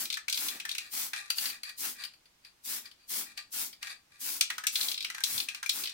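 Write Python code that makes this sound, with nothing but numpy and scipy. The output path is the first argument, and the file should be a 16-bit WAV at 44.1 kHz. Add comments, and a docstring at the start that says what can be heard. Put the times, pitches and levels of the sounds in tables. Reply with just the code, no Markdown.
"""A spray paint can is swung to and fro in a small workshop, a little over twice a second.
Its mixing ball clacks on the steel wall and the ringing dome (noise bursts through can resonances, plus
clear notes) and rolls round the rim (runs of tiny knocks). A jacket sleeve brushes past close by (dense
grains of hiss and low noise). A soft bump, moving echoes and a quiet room tone (shaped noise) lie behind."""
import sys
import numpy as np
from scipy import signal
from scipy.fft import rfft, irfft, next_fast_len
from scipy.io import wavfile

SR = 44100
rng = np.random.default_rng(int(sys.argv[2]) if len(sys.argv) > 2 else 0)


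def to_wav(sig):
    """Store sig (one row per channel, or 1-D mono) as 16-bit WAV at the path in sys.argv[1].

    Samples outside -1..1 are clipped; the rate is SR.
    """
    pcm = np.clip(np.atleast_2d(sig), -1, 1) * 32767
    pcm = np.round(pcm).astype(np.int16)
    wavfile.write(sys.argv[1], SR, pcm.T)  # frames by channels


N = 261513
TIME = np.arange(N) / SR  # s

# ball strikes the wall: t/s, relative level/dB, note of the struck patch f/Hz,
# hardness of the contact/dB, ring of that note against the level/dB
WALL_HITS = [(0.0528, -24, 4970, -18.5, -18), (0.1008, -27.5, 3540, -8.5, -20),
             (0.1254, -30.5, 3400, -3.5, -17), (0.14, -31, 3420, -4.5, -17),
             (0.1703, -37.5, 1717, 7.5, -2.5), (0.2812, -31.5, 2234, 4, -4), (0.2967, -34.5, 3970, 4, -10),
             (0.3254, -27.5, 3270, 1, -21), (0.3428, -28.5, 3980, -11, -15), (0.3737, -30.0, 3320, -2, -11),
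             (0.4836, -32.5, 3380, 1, -8), (0.599, -36, 2400, 0.5, -11), (0.651, -37.5, 1742, 6.5, -3),
             (0.6909, -31, 3270, -4, -12), (0.714, -34.5, 3820, -1.5, -1), (0.7491, -38.5, 2200, 7, -23),
             (0.781, -33, 2730, 4, -12), (1.1321, -30.5, 1766, 0, -13), (1.161, -41.5, 2310, 3, -13),
             (3.3743, -41.5, 2660, 3.5, -13), (3.8268, -37.5, 2050, 5.5, -10), (3.8694, -40, 1830, 4, -10),
             (4.409, -22, 2830, 6.5, -13), (4.501, -29.5, 1864, 2, -12), (4.5802, -36.0, 1445, 10, -12),
             (4.6371, -40, 1686, 7.5, -2.5), (4.6676, -30, 2596, 13.5, -5.5),
             (4.7552, -22, 3480, -7.5, -14), (4.8101, -26, 4100, -7.5, -11), (4.8283, -32, 3520, -2, -5),
             (4.8833, -27.5, 3920, -7.5, -11), (4.9144, -31, 3300, -1, -16), (4.9413, -29, 4160, -12, -18),
             (4.9764, -28.0, 3700, -16, -12), (5.0047, -26.5, 4080, -16.5, -23),
             (5.025, -32, 4120, -12, -27), (5.0455, -27.5, 2850, -6.5, -10.5),
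             (5.1, -37.5, 1950, 6.5, -6.5), (5.1461, -39, 1743, 7, -7), (5.1799, -41, 1610, 5, -6.5),
             (5.2037, -45, 1555, 13, -2.5), (5.2364, -24.5, 3490, 2.5, -14), (5.378, -28, 4070, -5, -11),
             (5.4005, -22.0, 3970, -17.5, -14), (5.4859, -33, 2530, 1.5, -6.5),
             (5.5459, -38, 2350, 3.5, -8), (5.6279, -37, 1568, 9.5, -5), (5.6607, -44, 2350, 14, 6.5),
             (5.6927, -21.5, 3640, -2.5, -29), (5.8359, -30, 3510, -6, -16),
             (5.8548, -27.5, 3900, -18, -25), (5.872, -29.5, 3480, -13, -25), (5.894, -38, 3500, -4, -6)]
# resonances of the filled can: f/Hz, width/Hz, relative level/dB
CAN_MODES = [(830, 29, -28), (1257, 81, -23.5), (1640, 130, -11.5), (1724, 345, -15.5), (2402, 280, -1.5),
             (2580, 473, -2.5), (3450, 650, -6), (4106, 480, 0), (4816, 880, -0.5), (5197, 1140, -0.5),
             (6230, 890, -5.5), (7880, 1010, -7), (9240, 1130, -4.5), (13900, 3000, -8)]
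# parts of the can's range, each with its own strength and decay in a blow: low f/Hz, high f/Hz
CAN_BANDS = [(700, 1400), (1400, 2000), (2000, 3000), (3000, 5300), (5300, 8000), (8000, 16000)]
# share of a blow's hardness that reaches each of the CAN_BANDS: share [ratio]
HARDNESS_SHARE = [0.19, 0.19, 0, .4, 0.89, 0.93]


def from_db(db):
    """Decibels to gain."""
    return 10 ** (np.asarray(db) / 20)


def rms_one(x):
    """Scale to unit power."""
    return x / np.sqrt(np.mean(x ** 2) + 1e-20)


def at_hz(points, hz):
    """Read a table of values against frequency on a log-frequency axis."""
    known_hz, values = np.transpose(points)
    return np.interp(np.log(np.maximum(hz, 1)), np.log(known_hz), values)


def band(x, low, high):
    """Causal band-pass between two frequencies in Hz."""
    sections = signal.butter(3, [low, min(high, .45 * SR)], "band", fs=SR, output="sos")
    return signal.sosfilt(sections, x)


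def unit_in_band(x, low, high):
    """Scale so that one band has unit power."""
    return x / np.sqrt(np.mean(band(x, low, high) ** 2) + 1e-20)


def resonance(x, hz, width):
    """Two-pole resonance with gain 1 on top; a narrower width in Hz rings longer."""
    radius = np.exp(-np.pi * width / SR)
    feed = np.array([1, 0, -1]) * (1 - radius * radius) / 2
    return signal.lfilter(feed, [1, -2 * radius * np.cos(2 * np.pi * hz / SR), radius * radius], x)


def colour(x, spectrum):
    """Filter a sound by a smooth spectrum in dB."""
    size = next_fast_len(N + SR // 10)
    gain = from_db(at_hz(spectrum, np.fft.rfftfreq(size, 1 / SR)))
    return irfft(rfft(x, size) * gain, size)[..., :N]


def wobble(per_s, depth_db):
    """A gain that wanders between random levels, drawn per_s times a second."""
    return from_db(depth_db * np.interp(TIME * per_s, np.arange(N), rng.standard_normal(N)))


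def grains(per_s, spread_db):
    """Tiny contacts at random moments, a few much stronger than the rest."""
    sizes = from_db(spread_db * np.minimum(rng.exponential(1, N), 4)) * rng.choice([-1, 1], N)
    return rms_one(sizes * (rng.random(N) < per_s / SR))


def stroke(start_s, length_s, attack_db_per_s, release_db_per_s, sag_db=0):
    """Gain of one movement: attack, a hold that arches in the middle, release."""
    t = TIME - start_s
    phase = np.clip(t / length_s, 0, 1)
    attack_db = attack_db_per_s * np.minimum(t, 0)
    release_db = -release_db_per_s * np.maximum(t - length_s, 0)
    db = attack_db + release_db - sag_db * (2 * phase - 1) ** 2
    return from_db(np.maximum(db, -200))


def can(force, shell_db, spots_db):
    """The can's resonances over a bed of dense shell modes; spots_db is each contact's leaning to each mode."""
    out = from_db(shell_db) * band(force, 1100, 16000)
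    for k, (hz, width, db) in enumerate(CAN_MODES):
        strength = (-1) ** k * from_db(db + spots_db[..., k])
        # transposed so that each blow meets its own strength
        out = out + (resonance(force, hz, width).T * strength).T
    return out


def dome(force):
    """The stiff domed end has one clear note."""
    return resonance(force, hz=4650, width=67)


def strikes(times, bands_db, t60, rise_s, dome_db, shell_db, spot_db):
    """Each blow scatters round the thin shell as a burst that paint and hand damp quickly."""
    crack_db, crack_s = -0.5, 0.0011  # the first contact stands out of its burst as a short crack
    t = np.arange(SR // 8) / SR
    scatter = rng.standard_normal((len(times), 2, len(t))) * (1 - np.exp(-t / rise_s))
    # each point of contact may favour other modes
    spots_db = spot_db * rng.standard_normal((len(times), len(CAN_MODES)))
    clacks = 0
    for k, (low, high) in enumerate(CAN_BANDS):
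        decay = from_db(-60 * t / t60[k])
        force = scatter * (decay + from_db(crack_db) * np.exp(-t / crack_s))
        part = band(can(force, shell_db, spots_db) + from_db(dome_db) * dome(force), low, high)
        # bands_db sets the level over the first 10 ms
        attack = np.sqrt(np.mean(part[..., :SR // 100] ** 2, axis=(1, 2)))
        clacks = clacks + part * (from_db(bands_db[:, k]) / attack)[:, None, None]
    out = np.zeros((2, N + len(t)))
    for s, clack in zip(times, clacks):
        start = max(round(s * SR), 0)
        out[:, start:start + len(t)] += clack
    return out[:, :N]


def wall_clacks(band_db):
    """The point of contact sets the pitch of a clack, its hardness adds the treble."""
    below_db_per_octave, above_db_per_octave = 19.5, 6  # the can answers less away from the favoured pitch
    s, db, hz, hardness_db, _ = np.transpose(WALL_HITS)[..., None]
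    octaves = np.mean(np.log2(CAN_BANDS), axis=1) - np.log2(hz)
    place_db = below_db_per_octave * np.minimum(octaves, 0) - above_db_per_octave * np.maximum(octaves, 0)
    bands_db = db + band_db + place_db + hardness_db * HARDNESS_SHARE
    return strikes(s[:, 0], bands_db, t60=[0.052, 0.07, 0.053, 0.056, 0.063, 0.051], rise_s=0.0005,
                   dome_db=-17, shell_db=-20, spot_db=0.0)


def pings(beat_hz):
    """The struck patch rings on with a thin clear note, a close pair of modes that beat as they fade."""
    ping_cycles = 128  # cycles to fall by 60 dB, so the low notes last longest
    t = np.arange(SR // 3) / SR
    out = np.zeros((2, N + len(t)))
    all_phases = rng.uniform(0, 2 * np.pi, (len(WALL_HITS), 2, 2, 1))
    for (s, db, hz, _, ring_db), phases in zip(WALL_HITS, all_phases):
        lower = np.sin(2 * np.pi * hz * t + phases[0])
        upper = 2.6 * np.sin(2 * np.pi * (hz + beat_hz) * t + phases[1])
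        fade = from_db(db + ring_db - 60 * t * hz / ping_cycles)
        start = round(s * SR)
        out[:, start:start + len(t)] += (lower + upper) * fade * (1 - np.exp(-t / 0.00025))
    return out[:, :N]


def dome_clacks(band_db):
    """Paint pooled on the dome cushions the gentle blows most, and the dome's note leads."""
    # ball drops on the dome: t/s, relative level/dB
    dome_hits = [(1.3014, -24.5), (1.3817, -27.5), (1.4542, -30), (1.498, -35), (1.632, -34.5),
                 (1.6922, -39), (2.0355, -35), (2.0483, -38), (2.135, -51.5), (2.255, -55.5),
                 (2.447, -47.5), (2.8546, -43), (2.9124, -49.5), (3.7276, -45)]
    # a blow of the plain level has the plain colour; each dB more adds this much hardness
    plain_db, hardness_per_db = -35, 0.29
    s, db = np.transpose(dome_hits)[..., None]
    bands_db = db + band_db + hardness_per_db * (db - plain_db) * HARDNESS_SHARE
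    return strikes(s[:, 0], bands_db, t60=[0.04, 0.038, 0.058, .055, 0.048, 0.069], rise_s=0.00085,
                   dome_db=10, shell_db=-17.0, spot_db=-1.5)


def rolling(per_s, spread_db, wall_db, dome_db, dome_ring_db, wall_ring_db, ring_width_hz):
    """The rolling ball skips through the paint in a run of tiny knocks on the wall and round the rim."""
    # ball rolls: t/s, length/s, relative wall level/dB, relative dome level/dB
    rolls = [(0.516, 0.045, -43, -53), (0.69, 0.038, -47.5, -50), (0.81, 0.066, -51, -50),
             (1.147, 0.06, -39.5, -54), (1.22, 0.1, -51.5, -64), (1.396, 0.065, -53, -41.5),
             (1.47, 0.031, -50, -37), (1.525, 0.031, -45, -60), (1.654, 0.056, -45, -44),
             (1.957, 0.034, -52.5, -72), (1.995, 0.055, -45.5, -41), (2.449, 0.02, -54.5, -48),
             (2.852, 0.018, -50, -59), (3.001, 0.049, -70, -58), (3.26, 0.054, -52.5, -58),
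             (3.38, 0.022, -45, -40.5), (3.834, 0.086, -42, -42), (4.125, 0.14, -56.5, -64),
             (4.514, 0.03, -49, -65), (5.062, 0.23, -52, -67.5), (5.482, 0.11, -50, -64),
             (5.88, 0.058, -51.5, -51)]
    # wall modes that the rolling ball keeps ringing: f/Hz, relative level/dB
    roll_modes = [(810, -14), (1200, -1.5), (1510, -8), (1730, -2), (1950, 5), (2390, -1.5)]
    attack_db_per_s, release_db_per_s = 900, 446
    knocks = np.array([grains(per_s, spread_db) for side in range(2)]) * wobble(130, depth_db=3.0)
    wall_gain, dome_gain = 0, 0
    for s, length, wall_level_db, dome_level_db in rolls:
        gain = stroke(s, length, attack_db_per_s, release_db_per_s)
        wall_gain = wall_gain + from_db(wall_level_db) * gain
        dome_gain = dome_gain + from_db(dome_level_db) * gain
    body = can(knocks, shell_db=-28.5, spots_db=np.zeros(len(CAN_MODES)))
    # soft contacts favour the low modes and keep a few of them ringing
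    wall = colour(body, [(800, 3), (1200, 5.5), (1900, 21.5), (2600, -3.5), (4000, -4.0),
                         (8000, -3.5), (15000, -18.0)])
    notes = sum(from_db(db) * resonance(knocks, hz, ring_width_hz) for hz, db in roll_modes)
    wall = rms_one(wall) + from_db(wall_ring_db) * rms_one(notes)
    rim = band(body, 1700, 5100) + from_db(dome_ring_db) * dome(knocks)
    wall, rim = unit_in_band(wall, 1100, 2800), unit_in_band(rim, 3800, 5200)
    return from_db(wall_db) * wall_gain * wall + from_db(dome_db) * dome_gain * rim


def off_the_arm(x, lag_s, sway_s, strength):
    """An echo off the moving arm, its lag wandering at random, sweeps notches through the hiss."""
    lag = lag_s + sway_s * np.interp(TIME * 9, np.arange(N), rng.uniform(-1.0, 1, N))
    return x + strength * np.array([np.interp(TIME - lag, TIME, side) for side in x])


def sleeve(catches_per_s, spread_db, hiss_db, flutter_db, press_s):
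    """Threads catch and slip by the thousand while the loose cloth flutters."""
    # sleeve brushes the jacket: t/s, length/s, relative hiss of the weave/dB, relative flutter of the cloth/dB
    swings = [(-0.1, 0.14, -35.5, -54.5), (0.352, 0.16, -38.5, -57.5), (0.523, 0.05, -73, -56),
              (.63, 0.27, -66, -74), (0.921, 0.15, -38, -60), (1.361, 0.14, -39, -59.5),
              (1.783, 0.13, -39, -57.5), (2.65, 0.14, -39.5, -58.5), (3.094, 0.13, -37, -57.5),
              (3.527, 0.14, -38, -59), (4.208, 0.17, -38.5, -59.5), (4.49, 0.075, -66, -68),
              (4.725, 0.2, -39, -59.5), (4.984, .12, -69, -68.5), (5.256, 0.17, -38.5, -58),
              (5.718, 0.13, -41, -56.5)]
    # spectrum of the weave's hiss: f/Hz, relative level/dB
    weave = [(400, -32), (650, -15), (850, -9.5), (1150, -13), (1500, -7.5), (2400, -5), (2900, -6.5),
             (5200, -1), (7000, -2.5), (10000, -.5), (16000, -1.5)]
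    # spectrum of the cloth's flutter: f/Hz, relative level/dB
    cloth_spectrum = [(50, -62), (105, -7.5), (150, -14.5), (215, 2.5), (340, 3), (450, -5), (1000, -6)]
    touch_db_per_s, leave_db_per_s = 1308, 361
    # the arm is slower at both ends of a swing; the loose cloth feels this more and follows late
    hiss_sag_db, flutter_sag_db, flutter_lag_s = 6, 7.5, 0.011
    hiss_gain, flutter_gain = 0, 0
    for s, length, weave_db, cloth_db in swings:
        brush = stroke(s, length, touch_db_per_s, leave_db_per_s, hiss_sag_db)
        flap = stroke(s + flutter_lag_s, length, touch_db_per_s, leave_db_per_s, flutter_sag_db)
        hiss_gain += from_db(weave_db) * brush
        flutter_gain += from_db(cloth_db) * flap
    threads = np.array([grains(catches_per_s, spread_db) for side in range(2)])
    threads = off_the_arm(threads, lag_s=0.000762, sway_s=0.000265, strength=0.25)
    hiss = unit_in_band(colour(threads, weave), 10700, 14200) * wobble(250, depth_db=1.23)
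    # a light first touch only hisses; the lower rasp comes once the cloth presses
    rasp = colour(hiss, [(1200, 2), (2500, -2), (6000, -22)])
    pressed_gain = np.minimum(hiss_gain, np.interp(TIME - press_s, TIME, hiss_gain))
    rub = (hiss - rasp) * hiss_gain + rasp * pressed_gain * wobble(45, depth_db=2.2)
    flutter = unit_in_band(colour(rng.standard_normal((2, N)), cloth_spectrum), 150, 450)
    return from_db(hiss_db) * rub + from_db(flutter_db) * flutter_gain * flutter


def bump(length_s):
    """The elbow nudges the body: a soft low thud of band-passed noise, alike in both channels."""
    # the nudge: t/s, level/dB
    nudge = (5.35, -59)
    s, db = nudge
    thud = rms_one(band(rng.standard_normal(N), 85, 135))
    return from_db(db) * thud * np.exp(-((TIME - s) / length_s) ** 2)


def echoes(first_echo_s):
    """Dense echoes from walls and machines: noise that fades at its own rate in each band."""
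    # the workshop's ring: f/Hz, time to fall by 60 dB/s
    workshop_t60 = [(200, 0.53), (1500, 0.19), (4500, 0.24), (9000, 0.19), (15000, 0.11)]
    t = np.arange(SR // 2) / SR
    edges = np.geomspace(120, 17000, 9)
    tail = 0
    for low, high in zip(edges, edges[1:]):
        fade = from_db(-60 * t / at_hz(workshop_t60, np.sqrt(low * high)))
        tail = tail + band(rng.standard_normal((2, len(t))), low, high) * fade
    tail = tail * np.clip(t / first_echo_s - 1, 0, 1)
    return tail / np.sqrt(np.sum(tail ** 2) / 2)


def workshop(x, first_echo_s, count=4):
    """The can keeps moving, so its sound passes from one pattern of echoes to the next."""
    place = TIME * 5.3 % count  # patterns passed, 5.3 a second
    out = 0
    for k in range(count):
        distance = np.abs((place - k + count / 2) % count - count / 2)
        share = np.sqrt(np.maximum(1 - distance, 0))  # equal-power crossfade
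        out = out + signal.fftconvolve(x * share, echoes(first_echo_s), axes=1)[:, :N]
    return out


def room_tone(level_db):
    """The quiet steady floor of the room: noise that falls away towards the treble."""
    # spectrum of the room: f/Hz, relative level/dB
    room_spectrum = [(25, -5), (60, -4), (200, -7.5), (600, -9.5), (2500, -10), (5000, -11), (16000, -21)]
    return from_db(level_db) * rms_one(colour(rng.standard_normal((2, N)), room_spectrum))


def microphone_pair(x):
    """Two close ports hear long waves alike and short waves each in its own way."""
    # what the two ports share: f/Hz, correlation [-1 to 1]
    likeness = [(250, 0.86), (500, -0.23), (1000, 0.23), (2000, 0.032), (4000, -0.029)]
    hz, alike = np.transpose(likeness)
    alike = np.clip(alike, -.95, .95)
    mid = colour(x[0], np.c_[hz, 10 * np.log10((1 + alike) / 2)])
    side = colour(x[1], np.c_[hz, 10 * np.log10((1 - alike) / 2)])
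    return np.array([mid + side, mid - side])


def from_the_left(x):
    """Sound from the arm's side is shaded at the right port over most of the range."""
    # balance of the ports: f/Hz, left minus right level/dB
    balance = [(250, -0.5), (500, 4), (1000, 0), (2400, 3.5), (4500, 3.5), (8500, -0.5), (11000, 3),
               (14500, 7.5)]
    hz, lead_db = np.transpose(balance)
    return np.array([colour(x[0], np.c_[hz, lead_db / 2]), colour(x[1], np.c_[hz, -lead_db / 2])])


def scene():
    """Ball, sleeve and their echoes lean left over the room tone and the bump."""
    ball = wall_clacks(band_db=[2.5, -4.5, -1.5, -0.5, 0.0, 0.2])
    ball += dome_clacks(band_db=[-25.5, -17.5, -10.5, -3.0, -11, -11.5])
    ball += pings(beat_hz=36.2)
    ball += rolling(per_s=1100, spread_db=2.5, wall_db=-5.0, dome_db=-10, dome_ring_db=14.5,
                    wall_ring_db=-5, ring_width_hz=51)
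    cloth = sleeve(catches_per_s=16000, spread_db=1.0, hiss_db=-1.3, flutter_db=-2.5, press_s=0.0088)
    wet = workshop(from_db(-9) * ball + from_db(-11) * cloth, first_echo_s=0.005)
    floor = microphone_pair(room_tone(level_db=-67.5))
    return from_the_left(microphone_pair(ball + cloth + wet)) + floor + bump(length_s=0.035)


def record(dry):
    """The top is cut steeply above 15950 Hz."""
    return signal.sosfilt(signal.ellip(12, .1, 80, 15950, fs=SR, output="sos"), dry)


dry = scene()
out = record(dry)
to_wav(out)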